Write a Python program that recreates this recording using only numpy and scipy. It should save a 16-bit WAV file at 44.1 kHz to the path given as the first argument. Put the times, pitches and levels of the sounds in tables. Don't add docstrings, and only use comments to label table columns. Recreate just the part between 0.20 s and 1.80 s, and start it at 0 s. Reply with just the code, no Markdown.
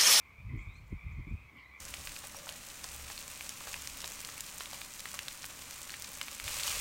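import sys
import numpy as np
from scipy import signal
from scipy.fft import rfft, irfft
from scipy.io import wavfile
from scipy.ndimage import uniform_filter1d

SR = 44100
rng = np.random.default_rng(int(sys.argv[2]) if len(sys.argv) > 2 else 0)


def to_wav(sig):
    pcm = np.clip(np.atleast_2d(sig), -1, 1) * 32767
    pcm = np.round(pcm).astype(np.int16)
    wavfile.write(sys.argv[1], SR, pcm.T)


N = 70560
TIME, FREQS = np.arange(N) / SR, np.fft.rfftfreq(N, 1 / SR)


def amp(db):
    return 10 ** (np.asarray(db) / 20)


def unit_rms(x):
    return x / np.sqrt(np.mean(x ** 2) + 1e-20)


def add(mix, start_s, sound):
    part = mix[max(round(start_s * SR), 0):][:len(sound)]
    part += sound[:len(part)]


def noise(spectrum):
    hz, db = np.transpose(spectrum)
    gain = amp(np.interp(np.log(FREQS + 1), np.log(hz), db))
    return unit_rms(irfft(rfft(rng.standard_normal(N)) * gain, N))


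def puff(peak_s, width_s, db, hz, width_hz):
    band = np.exp(-.5 * ((FREQS - hz) / width_hz) ** 2)
    hiss = unit_rms(irfft(rfft(rng.standard_normal(N)) * band, N))
    return amp(db) * hiss * np.exp(-.5 * ((TIME - peak_s) / width_s) ** 2)


def wander(n, rate):
    return np.interp(np.arange(n) / SR * rate, np.arange(1024), rng.standard_normal(1024))


def steadied(x, span_s):
    power = uniform_filter1d(abs(signal.hilbert(x)) ** 2, int(span_s * SR)) / 2
    return x / np.sqrt(abs(power) + 1e-9)


def woods(direct, wet_db, t60_s=0.35):
    t = np.arange(SR // 2) / SR
    echoes = rng.standard_normal(len(t)) * (rng.random(len(t)) < .03) * amp(-60 * t / t60_s)
    wet = signal.fftconvolve(direct, echoes / np.linalg.norm(echoes))[:N]
    return (direct + amp(wet_db) * wet) / np.sqrt(1 + amp(wet_db) ** 2)


# frequency in Hz, relative level in dB.
AIR_SPECTRUM = [(10, -17), (30, -18), (65, 15.5), (130, 1.5), (250, -2.5), (500, -6.5), (750, -7),
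                (1050, -2), (1550, -9), (2500, -10), (3600, -16), (5000, -20), (6500, -21.5), (9500, -25.5),
                (10400, -28), (11500, -25.5), (15500, -24)]


def air(hiss_db=-62.5, whine_db=-94, whine_hz=15000):
    whine = np.sqrt(2) * np.sin(2 * np.pi * whine_hz * TIME)
    return amp(hiss_db) * noise(AIR_SPECTRUM) + amp(whine_db) * whine


# time in seconds, level in dB, centre and width in Hz.
DRY_TICKS = [(.365, -66, 12500, 2400), (0.681, -65.5, 12400, 2420), (1.217, -58, 820, 450),
             (1.369, -67, 12400, 2400)]


def ticks(width_s=0.00058):
    return sum(puff(peak_s, width_s, db, hz, width_hz) for peak_s, db, hz, width_hz in DRY_TICKS)


def upsweep(length_s, db, from_hz, to_hz, waver, waver_hz):
    progress = np.linspace(0, 1, int(length_s * SR))
    glide_hz = from_hz + (to_hz - from_hz) * np.sin(np.pi * progress / 2)
    hz = glide_hz * (1 + waver * wander(len(progress), waver_hz))
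    swell = abs(np.sin(np.pi * progress)) ** .5
    return amp(db) * unit_rms(swell * np.sin(2 * np.pi * np.cumsum(hz) / SR))


# start and length in seconds, level in dB,
# first and last pitch in Hz, waver as a share of the pitch.
BIRD_WHISTLES = [(0.474, 0.0616, -71, 3524, 3840, 0.027), (0.529, .075, -70.5, 3850, 4340, .006),
                 (1.432, .085, -73.5, 3770, 4120, 0.015)]
# start and length in seconds, level in dB, first and last pitch in Hz.
BIRD_CHIPS = [(0.37, 0.045, -74, 5900, 7300), (0.407, 0.026, -76, 6000, 7980),
              (0.414, 0.036, -80, 6270, 8070), (0.533, 0.02, -75.5, 6200, 8300),
              (0.548, 0.033, -74, 5620, 7810), (0.664, 0.021, -76.5, 5200, 7540),
              (0.695, 0.018, -78, 6200, 8800), (0.917, .025, -77, 5510, 7020),
              (1.094, 0.017, -78, 5880, 8330), (1.128, 0.019, -80, 6470, 8430),
              (1.574, 0.041, -75.5, 5780, 7220)]
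# peak time and width in seconds, level in dB,
# centre and width in Hz.
RASP_BANDS = [(1.39, 0.02, -64, 2950, 330), (1.41, 0.028, -74, 4400, 660)]


def birds():
    calls = np.zeros(N)
    for start, *whistle in BIRD_WHISTLES:
        add(calls, start, upsweep(*whistle, waver_hz=504))
    for start, *chip in BIRD_CHIPS:
        add(calls, start, upsweep(*chip, waver=0.114, waver_hz=1486))
    return woods(calls, wet_db=-3) + sum(puff(*band) for band in RASP_BANDS)


# frequency in Hz, relative level in dB.
RUMBLE_SPECTRUM = [(10, -48), (25, -21.5), (46, 7.5), (75, 5), (120, -1.5), (185, -10.5), (260, -36.5),
                   (500, -57), (1500, -100)]
FLUTTER_SPECTRUM = [(40, -63), (120, 3.5), (190, -1.5), (320, -2.5), (420, -16.5), (600, -34),
                    (1200, -23.5), (3000, -108)]
# peak time, rise and fall in seconds, rumble and flutter in dB.
MIC_GUSTS = [(.12, 0.05, 0.023, -64, -104), (0.189, 0.0079, 0.026, -50, -79),
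             (.275, 0.028, 0.018, -41, -83), (0.348, 0.038, 0.048, -38.5, -46.5),
             (0.484, 0.017, 0.012, -41, -62), (.6, 0.076, 0.085, -53, -72),
             (0.729, 0.0083, 0.0098, -39.5, -39.5), (0.752, 0.03, 0.014, -40.5, -79),
             (0.866, 0.015, 0.011, -38, -67.5), (0.938, 0.062, 0.08, -43.5, -67),
             (1.0, 0.02, 0.0067, -37.5, -48.5), (1.073, 0.0027, 0.011, -45, -42.5),
             (1.118, 0.012, 0.011, -44, -44), (1.148, 0.036, 0.011, -36.5, -51),
             (1.21, 0.044, .05, -55.5, -66.5), (1.368, 0.039, 0.026, -67.5, -59.5)]


def wind(top_hz=623):
    rumble_power, flutter_power = np.zeros(N), np.zeros(N)
    for peak, rise, fall, rumble_db, flutter_db in MIC_GUSTS:
        swell = np.exp(-((TIME - peak) / np.where(TIME < peak, rise, fall)) ** 2)
        rumble_power += swell * amp(rumble_db) ** 2
        flutter_power += swell ** 2 * amp(flutter_db) ** 2
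    rumble = np.sqrt(rumble_power) * steadied(noise(RUMBLE_SPECTRUM), span_s=0.029)
    flutter = np.sqrt(flutter_power) * steadied(noise(FLUTTER_SPECTRUM), span_s=0.016)
    return signal.sosfiltfilt(signal.butter(2, top_hz, fs=SR, output="sos"), rumble + flutter)


def frog_note(length_s, hz, rise_hz, pulse_rate, jitter=0.097, sac_width_hz=174, sway_db=1.5):
    progress = np.arange(int(length_s * SR)) / SR / length_s
    cycles = np.cumsum(pulse_rate * (1 + jitter * wander(len(progress), pulse_rate))) / SR
    strength, phase_shift = rng.standard_normal((256, 2))[cycles.astype(int) % 256].T
    within_pulse = cycles % 1
    age = within_pulse / pulse_rate * np.pi * sac_width_hz
    ring = age ** 2 * np.exp(-age)
    pulses = ring * (1 - within_pulse ** 8) * amp(sway_db * strength)
    phase = np.pi * np.cumsum(hz + rise_hz * progress) / SR + 0.32 * phase_shift
    partials_db = [-13.5, 0, -22.5, -36.5]
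    tone = sum(amp(db) * np.sin(k * phase) for k, db in enumerate(partials_db, 1))
    return unit_rms(pulses * tone * np.sin(np.pi * progress) ** .5)


# time in seconds, level in dB, middle pitch in Hz.
FAR_CHORUS = [(0, -60, 2377), (0.151, -62.5, 2287), (0.234, -68.5, 2344), (0.301, -58.5, 2211),
              (0.422, -56.5, 2263), (0.499, -58.5, 2271), (0.599, -64.5, 2307), (.68, -69, 2234),
              (.75, -61.5, 2245), (0.838, -60, 2307), (0.908, -56, 2259), (1.038, -62, 2200),
              (1.11, -59.5, 2274), (1.19, -63, 2348), (1.258, -62.5, 2323), (1.318, -66.5, 2226),
              (1.392, -55, 2206), (1.479, -60, 2203), (1.6, -57.5, 2238)]


def far_frogs(count=150, length_s=0.1, spread_hz=220, rise_hz=104.4, pulse_rate=100, rate_spread=0.399):
    times, db, middle_hz = np.transpose(FAR_CHORUS)
    lead = SR // 4
    calls = np.zeros(N + lead)
    for k, (when, pitch, pace) in enumerate(rng.uniform(-1, 1, (count, 3))):
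        start = (k + when) / count * len(calls) / SR
        hz = np.interp(start - lead / SR + length_s / 2, times, middle_hz) + spread_hz * pitch
        rate = pulse_rate * (1 + rate_spread * pace)
        add(calls, start, frog_note(length_s, hz - rise_hz / 2, rise_hz, rate))
    blur = steadied(woods(calls[lead:], wet_db=0), span_s=0.05)
    return blur * amp(np.interp(TIME, times, db))


# start and length in seconds, level in dB,
# starting pitch and rise in Hz, pulses per second.
NEAR_NOTES = [(0.0, 0.045, -68, 2328, 186, 120), (0.066, 0.079, -64, 2250, 56.5, 74),
              (0.169, 0.051, -57, 2327, 37, 122), (0.286, 0.046, -59.5, 2040, 49, 119),
              (0.339, 0.085, -56.5, 1993, 265, 103), (0.389, .085, -63, 2445, -3, 124),
              (0.433, 0.082, -61, 2131, 135, 78), (0.522, 0.071, -64.5, 2306, 126, 99),
              (.703, 0.054, -60.5, 2094, 76, 112), (0.777, .075, -56.5, 2288, 35, 90),
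              (0.859, 0.071, -61.5, 2268, 154, 137), (.955, 0.071, -59.5, 2172, -43, 58),
              (1.009, 0.06, -59.5, 2066, 70, 152), (1.065, 0.078, -58, 2243, 196, 114),
              (1.162, 0.081, -62, 2427, 180, 140), (1.273, 0.036, -58.5, 2198, 31, 140),
              (1.328, 0.0744, -62, 2172, 79, 104), (1.418, 0.059, -63, 2128, 50, 69),
              (1.51, 0.078, -56.5, 2248, 128.5, 80)]


def near_frogs():
    calls = np.zeros(N)
    for start, length_s, db, hz, rise_hz, pulse_rate in NEAR_NOTES:
        add(calls, start, amp(db) * frog_note(length_s, hz, rise_hz, pulse_rate))
    return woods(calls, wet_db=-6)


def scene():
    return (near_frogs() + far_frogs() + wind() + birds() + ticks() + air())[None]


def record(dry, low_cut_hz=30, top_hz=15800):
    low_cut = signal.butter(3, low_cut_hz, "high", fs=SR, output="sos")
    band_limit = signal.firwin(511, top_hz, window=("kaiser", 9), fs=SR)
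    return signal.oaconvolve(signal.sosfilt(low_cut, dry), band_limit[None], "same")


dry = scene()
out = record(dry)
to_wav(out)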